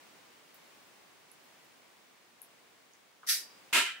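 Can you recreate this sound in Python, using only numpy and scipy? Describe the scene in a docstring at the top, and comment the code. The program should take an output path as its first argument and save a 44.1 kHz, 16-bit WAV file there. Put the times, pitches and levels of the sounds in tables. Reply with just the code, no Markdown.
"""A spring drives a spent bulb out of a flashgun: the base sticks and slips in its socket, ending in a
bright snap that sets the spring and reflector ringing. Before this, fingers tick on the housing and press
the release. Under half a second after the snap the bulb lands out of sight with a knock, rattles and rings
in its natural modes. Snap and knock arrive mostly as reverberation from the hard walls of a quiet room,
over a soft hiss."""
import sys
import numpy as np
from scipy import signal
from scipy.fft import rfft, irfft
from scipy.io import wavfile

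SR = 44100
rng = np.random.default_rng(int(sys.argv[2]) if len(sys.argv) > 2 else 0)


def bounce(signal):
    """Save signal as a 16-bit WAV file at the path given by the first command-line argument."""
    frames = np.transpose(np.atleast_2d(signal))
    limited = np.clip(frames, -1, 1)
    pcm = np.round(limited * 32767).astype(np.int16)
    wavfile.write(sys.argv[1], SR, pcm)


N = 176400

# spectrum of the background hiss (frequency [Hz], level [dB])
AIR_SPECTRUM = [(18, -68), (30, -37), (69, -17.5), (133, -6.5), (173, -3.5), (292, 0), (443, -1),
                (1170, -1.5), (1260, -3.5), (2300, -3), (2490, -4.5), (9190, -14), (11000, -16.5),
                (14000, -21.5), (15500, -10.5)]
# likeness of the hiss in the two channels (frequency [Hz], correlation [1])
AIR_CORRELATION = [(60, 0.19), (300, 0.23), (1000, 0.29), (2500, 0.16), (6000, 0.052), (15000, 0.017)]
# slow drift of the hiss (time [s], level [dB])
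AIR_LEVEL = [(0, -56.5), (.45, -58.5), (.7, -57.5), (1.25, -59.5), (1.5, -58.5), (2.35, -61.5), (2.5, -60),
             (3.2, -62.5), (3.448, -57), (3.7, -58), (4, -60)]
# reverberation time before an added fade that makes the echo die away abruptly (frequency [Hz], T60 [s])
ROOM_T60 = [(250, 0.26), (900, 0.25), (2000, 0.57), (4500, 0.61), (8000, 0.73), (11000, 0.54),
            (15000, 0.44)]
# likeness of the reflections in the two channels (frequency [Hz], correlation [1])
ROOM_CORRELATION = [(200, 0.86), (700, 0.59), (1300, 0.63), (2400, 0.34), (4400, 0), (9000, 0.032)]
# finger ticks on the housing
# (time [s], frequency [Hz], bandwidth [Hz], level [dB], left minus right [dB], reflections re tick [dB])
FINGER_TICKS = [(0.545, 13900, 4970, -35.5, -9, 4.5), (1.3159, 10700, 1300, -34, -14, -2),
                (1.4398, 13600, 5000, -44, -1, 5), (1.6444, 11100, 5000, -45, -1, 2.5),
                (2.4174, 11300, 1100, -29, 13, 2), (2.4182, 11150, 1100, -29.5, 8, 2),
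                (2.9358, 6340, 770, -42.5, -16, 2)]
# dull clicks of the release button (time [s], level [dB])
BUTTON_CLICKS = [(3.2303, -27), (3.2428, -32.5)]
# the bulb lands, rattles and bounces twice (time [s], relative level [dB], relative thud level [dB])
LANDINGS = [(3.7275, -12, -11.5), (3.7441, -14, -15), (3.7507, -14.5, -8), (3.7591, -14, -10),
            (3.783, -18.5, -16), (3.805, -30, -18.5), (3.854, -24, -43), (3.888, -35, -36)]
# spectrum of the first knock (frequency [Hz], level [dB])
KNOCK_SPECTRUM = [(470, -53), (800, -11), (973, -6.5), (1100, -8), (1360, 4.5), (1510, -4.5), (1570, -8),
                  (1890, -2), (2060, 0.5), (2240, -1), (2600, 1), (3320, -2.5), (3660, -1), (4400, -5.5),
                  (6130, -9.5), (7550, -5.5), (15000, -17)]
# modes of the bulb and what it strikes (frequency [Hz], level [dB], T60 [s])
BULB_MODES = [(1364, 2.5, 0.38), (1560, -5, 0.57), (1620, -0.5, 0.46), (1725, -5, 0.65), (1810, -5.5, 0.58),
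              (1970, -4, 0.54), (2130, 3.5, .3), (2400, 2.5, 0.45), (2498, 1.5, 0.36), (2700, 2.5, .45),
              (2770, 3, 0.15), (2960, 0.5, 0.58), (3083, -4.5, 0.66), (3160, -4.5, .62)]
# low resonances of the surface it lands on (frequency [Hz], bandwidth [Hz], level [dB])
SURFACE_MODES = [(257, 53, -4.5), (334, 58, 1), (387, 42, -1.5), (597, 68, -2.5), (694, 57, -1.5),
                 (952, 107, 8)]
# the bulb's base slips in its socket until the spring hits its stop (time [s], relative level [dB])
SLIPS = [(3.2655, -29), (3.272, -20), (3.2805, -20.5), (3.2875, -9), (3.2953, -12.5)]
# spectrum of the snap (frequency [Hz], level [dB])
SNAP_SPECTRUM = [(530, -52), (900, -31), (1050, -31), (1150, -22), (1230, -17), (1370, -6.5), (1690, -7.5),
                 (1830, -5), (2010, -5.5), (2450, -6.5), (2950, -8.5), (4230, -2.5), (5460, 0),
                 (7470, -8.5), (7920, -5), (9540, -6), (10600, -2.5), (12900, -3.5), (14500, -6.5)]
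# modes of the spring and reflector (frequency [Hz], level [dB], T60 [s])
SPRING_MODES = [(1802, -3, 0.34), (1864, -2.5, 0.35), (3886, 0.5, 0.39), (4770, -1, 0.45),
                (4724, -2.5, 0.53), (4935, -4, 0.62), (5364, -0.5, 0.46), (5617, 2, 0.32), (6000, 0, 0.37),
                (10700, 1, 0.26)]

ROOM_BUILD_S, TAIL_FADE_S = 0.004, 0.12  # beyond the fade time the tail falls ever faster
CONTACT_RISE_S = 0.0011
FLUTTER_DEPTH, FLUTTER_HZ = 1.17, 129.7
TICK_TAIL_S, TICK_BUILD_S, TICK_TAIL_WIDENING = 0.014, 0.014, 2.4  # nearby reflections of a tick
BUTTON_HZ, BUTTON_WIDTH_HZ, BUTTON_ROOM_DB = 1290, 520, -2.5
KNOCK_DB, KNOCK_DIRECT_DB, KNOCK_CRACK_S, BULB_RING_DB = 17, -7, 0.029, 8.5
DULLING_DB_PER_OCTAVE_PER_S, DULL_ABOVE_HZ = 67, 3700  # treble lost as the bulb settles
THUD_DB, THUD_ROOM_DB, THUD_LOW_HZ = -2.5, 3.5, 212
BUMP_DB, BUMP_HZ, BUMP_WIDTH_HZ = -30.5, 140, 130
SNAP_DB, SNAP_DIRECT_DB, SNAP_CRACK_S, SPRING_RING_DB = 15, -11, 0.0064, 0.5
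SNAP_TOP_HZ, TOP_HZ, BULB_BALANCE_DB = 14900, 15650, -0.7


def undb(db):
    """Amplitude ratio for a level in decibels."""
    return 10 ** (np.asarray(db) / 20)


def unit(x):
    """Normalise to a mean energy of one per channel."""
    return x / np.sqrt(np.mean(np.sum(x ** 2, axis=-1)))


def across(points, hz):
    """Interpolate (frequency, value) points on a log-frequency axis."""
    freqs, values = np.array(points, float).T
    return np.interp(np.log(np.maximum(hz, 1)), np.log(freqs), values)


def clock(size=SR):
    """Sample times in seconds."""
    return np.arange(size) / SR


def pan(db):
    """Left and right gains: a level difference gives direction."""
    return undb(np.array([[db], [-db]]) / 2)


def add(out, start, sound):
    """Superpose a sound from a start time in seconds."""
    i = int(start * SR)
    n = min(sound.shape[-1], N - i)
    out[:, i:i + n] += sound[..., :n]


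def convolve(x, y):
    """Convolution passes a sound through a linear system's impulse response."""
    return signal.fftconvolve(np.atleast_2d(x), np.atleast_2d(y), axes=-1)[:, :x.shape[-1]]


def cut(x, hz, kind, order=4):
    """Butterworth high-pass or low-pass."""
    return signal.sosfilt(signal.butter(order, hz, kind, fs=SR, output="sos"), x)


def minimum_phase(spectrum, size=2048):
    """Folding the cepstrum gives a causal impulse response with the given spectral shape."""
    magnitude = undb(across(spectrum, np.fft.rfftfreq(size, 1 / SR)))
    cepstrum = irfft(np.log(magnitude))
    cepstrum[1:size // 2] *= 2
    cepstrum[size // 2 + 1:] = 0
    return unit(irfft(np.exp(rfft(cepstrum))))


def resonance(hz, width_hz):
    """Impulse response of a steep, damped resonator."""
    t = clock()
    return unit(t * np.exp(-np.pi * width_hz * t) * np.sin(2 * np.pi * hz * t))


def stereo_noise(correlation, size=SR):
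    """White noise whose ratio of mid to side power sets the left-right correlation."""
    alike = np.clip(across(correlation, np.fft.rfftfreq(size, 1 / SR)), -.98, .98)
    mid, side = rfft(rng.standard_normal((2, size)))
    mid, side = mid * np.sqrt((1 + alike) / 2), side * np.sqrt((1 - alike) / 2)
    return irfft(np.array([mid + side, mid - side]), size)


def waver(rate_hz):
    """Random modulation of amplitude and phase, with a spread near one."""
    real, imag = (np.interp(clock() * rate_hz, np.arange(SR), v) for v in rng.standard_normal((2, SR)))
    return real + 1j * imag


def air():
    """Ambient noise: a soft, filtered hiss that slowly rises and falls."""
    hiss = convolve(stereo_noise(AIR_CORRELATION, size=N), minimum_phase(AIR_SPECTRUM))
    return hiss * undb(np.interp(clock(size=N), *np.array(AIR_LEVEL).T))


def room(bands=20):
    """Reverberation: reflections build up and decay band by band; an added fade cuts the tail short."""
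    t, hz = clock(), np.fft.rfftfreq(SR, 1 / SR)
    noise = rfft(stereo_noise(ROOM_CORRELATION))
    centres, tail = np.geomspace(100, 16000, bands), 0
    for centre, weights in zip(centres, np.eye(bands)):
        band = irfft(noise * across(list(zip(centres, weights)), hz))
        tail = tail + band * np.exp(-np.log(1000) * t / across(ROOM_T60, centre))
    return unit(tail * (1 - np.exp(-t / ROOM_BUILD_S)) * np.exp(-(t / TAIL_FADE_S) ** 2))


def burst(decay_s, rise_s=CONTACT_RISE_S):
    """A broadband transient: exponentially decaying noise, for a hard contact or its nearby echoes."""
    t = clock()
    return unit(stereo_noise(ROOM_CORRELATION) * np.exp(-t / decay_s) * (1 - np.exp(-t / rise_s)))


def ring(modes, blows):
    """Free vibration: each blow adds energy to damped modes; interfering reflections make them flutter."""
    t, out = clock(), 0
    strikes = [(t + blows[0][0] - blow[0], undb(blow[1])) for blow in blows]
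    for hz, db, t60 in modes:
        energy = sum((age >= 0) * (gain * np.exp(-np.log(1000) * abs(age) / t60)) ** 2
                     for age, gain in strikes)
        side = np.sqrt(np.clip(1 - across(ROOM_CORRELATION, hz), 0, 1)) * np.array([[1], [-1]])
        flutter = 1 + FLUTTER_DEPTH * (waver(FLUTTER_HZ) + side * waver(FLUTTER_HZ))
        tone = np.exp(2j * np.pi * (hz * t + rng.random()))
        out = out + undb(db) * np.sqrt(energy) * np.imag(flutter * tone)
    return unit(out * (1 - np.exp(-t / CONTACT_RISE_S)))


def fingers():
    """Impulse excitation: each tick rings a high resonance of the housing, trailed by early echoes."""
    out = np.zeros((2, N))
    for start, hz, width_hz, db, side_db, tail_db in FINGER_TICKS:
        direct = resonance(hz, width_hz) * pan(side_db)
        reflections = burst(TICK_TAIL_S, rise_s=TICK_BUILD_S)
        tail = convolve(reflections, resonance(hz, width_hz * TICK_TAIL_WIDENING))
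        add(out, start, undb(db) * (direct + undb(tail_db) * tail))
    return out


def release_button():
    """Heavy damping: the button's resonance dies quickly, so each contact is a dull click."""
    out, body = np.zeros((2, N)), resonance(BUTTON_HZ, BUTTON_WIDTH_HZ)
    for start, db in BUTTON_CLICKS:
        contact = burst(decay_s=0.0046) + undb(BUTTON_ROOM_DB) * room()
        add(out, start, undb(db) * convolve(contact, body))
    return out


def bulb_landing():
    """Impact excitation: each contact drives the modes of bulb and surface; later knocks are duller."""
    out, first = np.zeros((2, N)), LANDINGS[0][0]
    surface = sum(undb(db) * resonance(hz, width_hz) for hz, width_hz, db in SURFACE_MODES)
    surface = unit(cut(surface, THUD_LOW_HZ, "high"))
    for start, db, thud_db in LANDINGS:
        db_per_octave = DULLING_DB_PER_OCTAVE_PER_S * (start - first)
        spectrum = [(hz, level - db_per_octave * max(np.log2(hz / DULL_ABOVE_HZ), 0))
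                    for hz, level in KNOCK_SPECTRUM]
        walls = room()
        contact = undb(KNOCK_DIRECT_DB) * burst(KNOCK_CRACK_S) + walls
        add(out, start, undb(KNOCK_DB + db) * convolve(contact, minimum_phase(spectrum)))
        thud = surface + undb(THUD_ROOM_DB) * unit(convolve(walls, surface))
        add(out, start, undb(THUD_DB + thud_db) * thud)
    add(out, first, undb(BULB_RING_DB) * ring(BULB_MODES, LANDINGS))
    add(out, first, undb(BUMP_DB) * resonance(BUMP_HZ, BUMP_WIDTH_HZ))
    return out


def bulb_ejection():
    """Stick-slip friction: a quick run of slips ends in the snap; the spring and reflector ring on."""
    out = np.zeros((2, N))
    body = cut(minimum_phase(SNAP_SPECTRUM), SNAP_TOP_HZ, "low", order=2)
    for start, db in SLIPS:
        contact = undb(SNAP_DIRECT_DB) * burst(SNAP_CRACK_S) + room()
        add(out, start, undb(SNAP_DB + db) * convolve(contact, body))
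    add(out, SLIPS[0][0], undb(SPRING_RING_DB) * ring(SPRING_MODES, SLIPS))
    return out


def scene():
    """Superposition: the pressures of hiss, handling, ejection and landing add."""
    background = air() + fingers() + release_button()
    return background + (bulb_ejection() + bulb_landing()) * pan(BULB_BALANCE_DB)


def record(dry):
    """Band limiting: a steep elliptic low-pass removes the top of the treble."""
    return signal.sosfilt(signal.ellip(10, .2, 80, TOP_HZ, fs=SR, output="sos"), dry)


dry = scene()
out = record(dry)
bounce(out)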